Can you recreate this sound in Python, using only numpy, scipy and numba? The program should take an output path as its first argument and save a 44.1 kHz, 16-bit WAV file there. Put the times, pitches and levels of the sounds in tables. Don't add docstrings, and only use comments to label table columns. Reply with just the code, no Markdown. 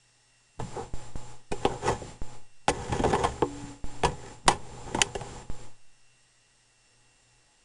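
import sys
import numpy as np
from scipy import signal
from scipy.fft import rfft, irfft, next_fast_len
from scipy.io import wavfile
from scipy.ndimage import uniform_filter1d
from numba import njit

SR = 44100
rng = np.random.default_rng(int(sys.argv[2]) if len(sys.argv) > 2 else 0)


def wav_out(sig):
    wavfile.write(sys.argv[1], SR, np.round(np.clip(np.atleast_2d(sig).T, -1, 1) * 32767).astype(np.int16))


N = 337001
T = np.arange(N) / SR


def undb(db):
    return 10 ** (np.asarray(db) / 20)


def unit(x):
    return x / np.sqrt(np.mean(x ** 2))


def band(x, lo_hz, hi_hz, order=3):
    return signal.sosfilt(signal.butter(order, [lo_hz, hi_hz], "band", fs=SR, output="sos"), x)


def add(out, start, sound):
    i = int(start * SR)
    out[i:i + len(sound)] += sound[:N - i]


def wander(rate_hz):
    points = rng.standard_normal(int(N / SR * rate_hz) + 2)
    return 1.2 * np.interp(T * rate_hz, np.arange(len(points)), points)


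def swell(peak_s, hold_s, rise_db_per_s, fall_db_per_s):
    before, after = np.maximum(peak_s - T, 0), np.maximum(T - peak_s - hold_s, 0)
    return undb(-rise_db_per_s * before - fall_db_per_s * after)


def coloured(spectrum):
    hz, db = np.transpose(spectrum)
    size = next_fast_len(N)
    bins_hz = np.maximum(np.arange(size // 2 + 1) * SR / size, 1)
    curve = undb(np.interp(np.log(bins_hz), np.log(hz), db))
    return unit(irfft(rfft(rng.standard_normal(size)) * curve, size)[:N])


def tones(partials, waver_db, drift_hz):
    out = 0
    for hz, db in partials:
        gain = np.sqrt(2) * undb(db + waver_db * wander(9))
        out += gain * np.sin(2 * np.pi * np.cumsum(hz + drift_hz * wander(12)) / SR)
    return out


# (frequency [Hz], relative level [dB])
HISS_EQ = [(25, 1.5), (70, -17.5), (120, -14.5), (200, -17), (600, -18), (820, -17), (1200, -19.5),
           (1800, -17.5), (1920, -10.5), (2060, -20), (8400, -18.5), (10500, -24)]
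# (frequency [Hz], level [dB])
WHINE_TONES = [(119.5, -76), (840, -86), (1916, -86.5), (2719, -76.5), (2869, -81), (5437, -79),
               (5588, -82.5), (7208, -84), (7424, -81.5), (8306, -81)]
def hiss(hiss_db=-64):
    return undb(hiss_db) * coloured(HISS_EQ) + tones(WHINE_TONES, waver_db=2.0, drift_hz=1.7)


# (frequency [Hz], relative level [dB])
FAN_EQ = [(25, 7.5), (80, -8), (150, -11), (210, -11), (420, -9), (500, -11.5), (630, -14.5), (840, -10.5),
          (1400, -19.5), (2500, -21.5), (4000, -24), (7400, -24), (10500, -26.5)]
# (frequency [Hz], level before the gate [dB])
MOTOR_TONES = [(119.5, -52.5), (242, -67.5), (495, -62.5), (743, -67.5), (845, -59), (1210, -72.5),
               (7210, -64.5), (7424, -64.5)]
# (start [s], fade start [s], gate gain [dB], pop level [dB])
HUM_CUES = [(0.593, 0.834, 2.5, -35), (0.938, 1.078, 1.5, -23), (1.157, 1.319, 1.5, -23.5),
            (1.514, 2.109, 3, -26.5), (2.218, 2.351, -0.5, -23), (2.696, 3.716, 2.5, -55),
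            (3.842, 4.337, 0.5, -23), (4.465, 5.401, 2.5, -23), (5.4997, 5.643, -0.5, -23.5),
            (6.852, 7.7, -23.5, -71.5)]
def hum(fan_db=-47, pop_rise_s=0.00017, pop_fall_s=0.15, pop_hz=2.7):
    pops, t = np.zeros(N), T[:SR]
    pop = (1 - np.exp(-t / pop_rise_s)) * np.exp(-t / pop_fall_s) * np.cos(2 * np.pi * pop_hz * t)
    for start, _, _, pop_db in HUM_CUES:
        add(pops, start, undb(pop_db) * pop)
    air = undb(fan_db + 0.82 * wander(12)) * coloured(FAN_EQ)
    return hum_gate() * (air + tones(MOTOR_TONES, waver_db=0.3, drift_hz=2.5)) + pops


def hum_gate(fade_db_per_s=160):
    spells = [(T >= start) * undb(db - fade_db_per_s * np.maximum(T - end, 0))
              for start, end, db, _ in HUM_CUES]
    return np.max(spells, axis=0)


# (frequency [Hz], relative level [dB], t60 [s])
BAY_MODES = [(42, -16, 0.17), (70.9, -15, 0.42), (129.8, -4, 0.084), (175, -7.5, 0.059), (288, -7.5, 0.14),
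             (358, -3.5, 0.18), (407.6, 4.5, 0.083), (482.4, 3, 0.1), (579, -5.5, .09), (750, -1.5, 0.072),
             (811, 3.5, 0.077), (874.5, 2.5, 0.078), (953, -2.5, 0.1), (1046, -5, 0.11), (1287, -4, 0.061),
             (1511, 2.5, 0.028), (1728, -7, 0.097), (1970, -6, 0.065), (2305, -13.5, 0.014),
             (2650, -14, 0.02), (3240, -7.5, .035), (3400, -10, 0.023)]
# (time [s], strength [dB], hollowness [dB], hardness [dB], chatter decay [s])
TRAY_HITS = [(0.598, -34.5, -3, -3.5, .004), (1.518, -32, 5.5, 4, .0045), (1.651, -19, 4, -1, .0013),
             (2.017, -44.5, 14, -8, .012), (2.6813, -21.5, -11, 3.5, .00066), (2.924, -28.5, 0, 0, .0026),
             (2.993, -30.5, 11.5, -4, .012), (3.037, -25, -1, -1.5, .0069), (3.05, -25, 2.5, -3, .0014),
             (3.129, -24, -3, -0.5, .007), (3.151, -28.5, -7, 3.5, .001),
             (3.2375, -27.5, -8.5, 3.5, 0.0024), (3.4224, -21, 5, -8.5, 0.00087),
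             (4.0347, -23.5, -1, 2, .00087), (4.0478, -23, -2.5, 4, .0065), (4.48, -14, -10.5, 7.5, .003),
             (4.4839, -19, -9, 5, .0015), (4.507, -25.5, -7.5, 3, .012), (4.946, -27.5, 3.5, 2, .0053),
             (4.986, -30.5, -12, -1.5, .003), (5.151, -32, 7, 4, .0037), (5.211, -42, -9, 3.5, .003)]
def knocks(click_db=32, puff_db=44, puff_s=0.00069):
    out = np.zeros(N)
    puff = np.hanning(int(puff_s * SR))
    for start, strength, hollow, hardness, chatter_s in TRAY_HITS:
        body = ring(BAY_MODES, crack=(13, 0.054), room=(-4.5, .2), scatter_db=3)
        body[0] += undb(click_db)
        body[:len(puff)] += undb(puff_db) * puff / puff.sum()
        blow = signal.fftconvolve(body, contact(chatter_s, chatter_db=-20.5))
        add(out, start, voice(blow, balance(strength, hollow, hardness, chatter_s)))
        add(out, start, spike(strength, hardness, chatter_s))
    return out


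def ring(modes, crack, room, scatter_db, detune=0.0094):
    t = T[:SR // 3]
    out = np.zeros(len(t))
    for hz, db, t60 in modes:
        weight, mistune, side = rng.standard_normal(3)
        partial = np.sign(side) * np.sin(2 * np.pi * hz * (1 + detune * mistune) * t)
        out += undb(db + scatter_db * weight - 60 * t / t60) * partial
    for db, t60 in crack, room:
        out += undb(db - 60 * t / t60) * rng.standard_normal(len(t))
    return out


def contact(chatter_s, chatter_db):
    t = T[:SR // 20]
    force = undb(chatter_db) * rng.standard_normal(len(t)) * np.exp(-t / chatter_s)
    force[0] += 1
    return force


def balance(strength, hollow, hardness, contact_s):
    desk = -20.5 + 0.43 * strength
    case, tray = strength + hollow / 2, strength - hollow / 2
    rails = strength - 8 + hardness
    scuff = 0.9 * np.log2(contact_s / 0.0019)
    edges = strength - 17 + 2.24 * hardness + scuff
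    return [desk, case, tray, rails, edges]


# (low cut [Hz], high cut [Hz])
REGISTERS = [(30, 190), (240, 590), (670, 1180), (1400, 3500), (4400, 11000)]
def voice(response, levels_db):
    out = 0
    for (lo, hi), db in zip(REGISTERS, levels_db):
        part = band(response, lo, hi, order=4)
        out += part * undb(db) / np.sqrt(uniform_filter1d(part ** 2, size=SR // 100).max())
    return out


def spike(strength, hardness, chatter_s, boost_db=20, clean_s=.0016, width_s=.00015, narrowing=0.55):
    u = T[:SR // 300] / (width_s * undb(-narrowing * hardness))
    cleanness = np.exp(-chatter_s / clean_s)
    return undb(strength + boost_db) * cleanness * u * (2 - u) * np.exp(-u)


# (time [s], hold [s], relative drag [dB], relative grit [dB])
PUSHES = [(0.764, 0.04, -35, -60), (1.637, 0.034, -38.5, -48.5), (1.708, 0.023, -32.5, -54),
          (1.859, 0.048, -26, -38.5), (1.94, 0.044, -49, -60), (2.74, .185, -39.5, -49.5),
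          (2.927, 0.067, -33, -40), (3.048, 0.23, -31, -44), (3.298, 0.09, -43.5, -58.5),
          (3.56, 0.13, -55, -59), (4.071, 0.016, -34, -47.5), (4.194, .13, -49.5, -56.5),
          (4.525, 0.012, -30, -52.5), (4.645, 0.18, -47.5, -67), (4.876, .06, -42, -55),
          (4.96, .1, -37, -50), (5.165, .235, -47.5, -57)]
# (peak time [s], relative level [dB])
GRIP_JOLTS = [(0.622, -32), (1.925, -33.5), (1.97, -44), (2.07, -40), (2.785, -33.5), (2.915, -24.5),
              (3.0, -30), (3.08, -23), (3.2, -31), (3.64, -41), (4.07, -28.5), (4.49, -24.5), (4.72, -38.5),
              (4.87, -39), (4.965, -29.5), (5.06, -38.5)]
def effort():
    drag, grit = np.zeros(N), np.zeros(N)
    for time, hold_s, drag_db, grit_db in PUSHES:
        push = swell(time, hold_s, rise_db_per_s=424.5, fall_db_per_s=272.5)
        drag = np.maximum(drag, undb(drag_db) * push)
        grit = np.maximum(grit, undb(grit_db) * push)
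    hands = undb(-20) * drag ** 0.6
    for time, db in GRIP_JOLTS:
        hands = np.maximum(hands, undb(db) * swell(time, 0, rise_db_per_s=603, fall_db_per_s=192.5))
    return drag, grit, hands


def sliding(slips_per_s=1100, spread_db=4, uneven_db=3, flicker_db=2,
            groan_db=-1, edge_db=-2, rumble_db=-2):
    drag, grit, hands = effort()
    body, all_slips = 0, 0
    for _ in range(8):
        sizes = undb(spread_db * np.minimum(rng.exponential(size=N), 4)) * rng.choice([-1, 1], N)
        slips = (rng.random(N) < slips_per_s / SR) * sizes * undb(uneven_db * wander(50))
        spot = ring(BAY_MODES, crack=(15.5, .015), room=(-12, 0.17), scatter_db=1.5)
        body += signal.oaconvolve(slips, spot)[:N]
        all_slips += slips
    tick = ring(BAY_MODES, crack=(27.5, 0.0017), room=(-6.5, .05), scatter_db=2)
    scrape = body + signal.oaconvolve(all_slips, tick)[:N]
    groan = undb(groan_db) * unit(band(body, 300, 1102, order=2))
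    rasp = unit(band(scrape, 1400, 3900)) + undb(edge_db) * unit(band(scrape, 4400, 7600, order=1))
    rumble = coloured([(20, -9), (70, -6.5), (165, -4.0), (260, -13), (500, -38.5), (2000, -80)])
    flicker = undb(flicker_db * wander(160))
    return drag * groan + grit * flicker * rasp + undb(rumble_db) * hands * rumble


# (time [s], strength [dB], hollowness [dB], hardness [dB], length [s])
TIGHT_SPOTS = [(1.873, -26.5, -10, 0, 0.0205), (2.687, -27.5, 9.5, 5.5, .015), (3.237, -27, -6, 1, 0.017)]
def judders():
    out = np.zeros(N)
    for start, strength, hollow, hardness, length_s in TIGHT_SPOTS:
        count = int(length_s * SR) + 2
        slips = rng.standard_normal(count) ** 3 * signal.windows.tukey(count, .2)
        body = ring(BAY_MODES, crack=(15, 0.024), room=(0.5, 0.053), scatter_db=1)
        judder = signal.fftconvolve(body, slips)
        add(out, start, voice(judder, balance(strength, hollow, hardness, length_s)))
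    return out


def panel(time_s=3.43, pitch_hz=285.3, note_db=-42):
    note = tones([(pitch_hz, note_db)], waver_db=0, drift_hz=1.2)
    return hum_gate() * swell(time_s, 0, rise_db_per_s=900, fall_db_per_s=23.5) * note


# (frequency [Hz], relative level [dB], t60 [s])
CATCH_MODES = [(400, -4.5, .13), (830, -2.5, 0.058), (1695, -10, 0.044), (2000, 4.5, 0.023),
               (2670, 1.5, 0.017), (3060, 2.5, 0.033), (3050, -2.5, 0.031), (3300, -9.5, 0.056),
               (4570, 4, .018), (6020, 1, .018), (6030, -7, 0.016), (7070, 8.5, 0.021)]
# (desk [dB], case [dB], tray [dB], rails [dB], edges [dB])
CATCH_BALANCE = [-40, -32, -29.5, -15, -15.5]
def latch(time_s=5.016, boost_db=3):
    out = np.zeros(N)
    spring = ring(CATCH_MODES, crack=(13, 0.024), room=(-11.5, .14), scatter_db=0)
    snap = signal.fftconvolve(spring, contact(chatter_s=0.0022, chatter_db=-32))
    add(out, time_s, undb(boost_db) * voice(snap, CATCH_BALANCE))
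    return out


def scene():
    tray = knocks() + judders() + latch() + sliding()
    return (tray + panel() + hum() + hiss())[None]


@njit
def follow(x, attack, release):
    out, level = np.empty(len(x)), 0.
    for i in range(len(x)):
        level += (abs(x[i]) - level) * (attack if abs(x[i]) > level else release)
        out[i] = level
    return out


def record(dry, knee=0.27, attack_s=.002, release_s=0.51, ceiling=.62, rolloff_hz=10000, top_hz=11200):
    envelope = follow(dry[0], 1 / (attack_s * SR), 1 / (release_s * SR))
    ducked = dry * knee / np.maximum(envelope, knee)
    dulled = signal.sosfilt(signal.butter(16, rolloff_hz, fs=SR, output="sos"), ducked)
    rounded = ceiling * np.tanh(dulled / ceiling)
    return signal.sosfilt(signal.ellip(8, .3, 70, top_hz, fs=SR, output="sos"), rounded)


dry = scene()
out = record(dry)
wav_out(out)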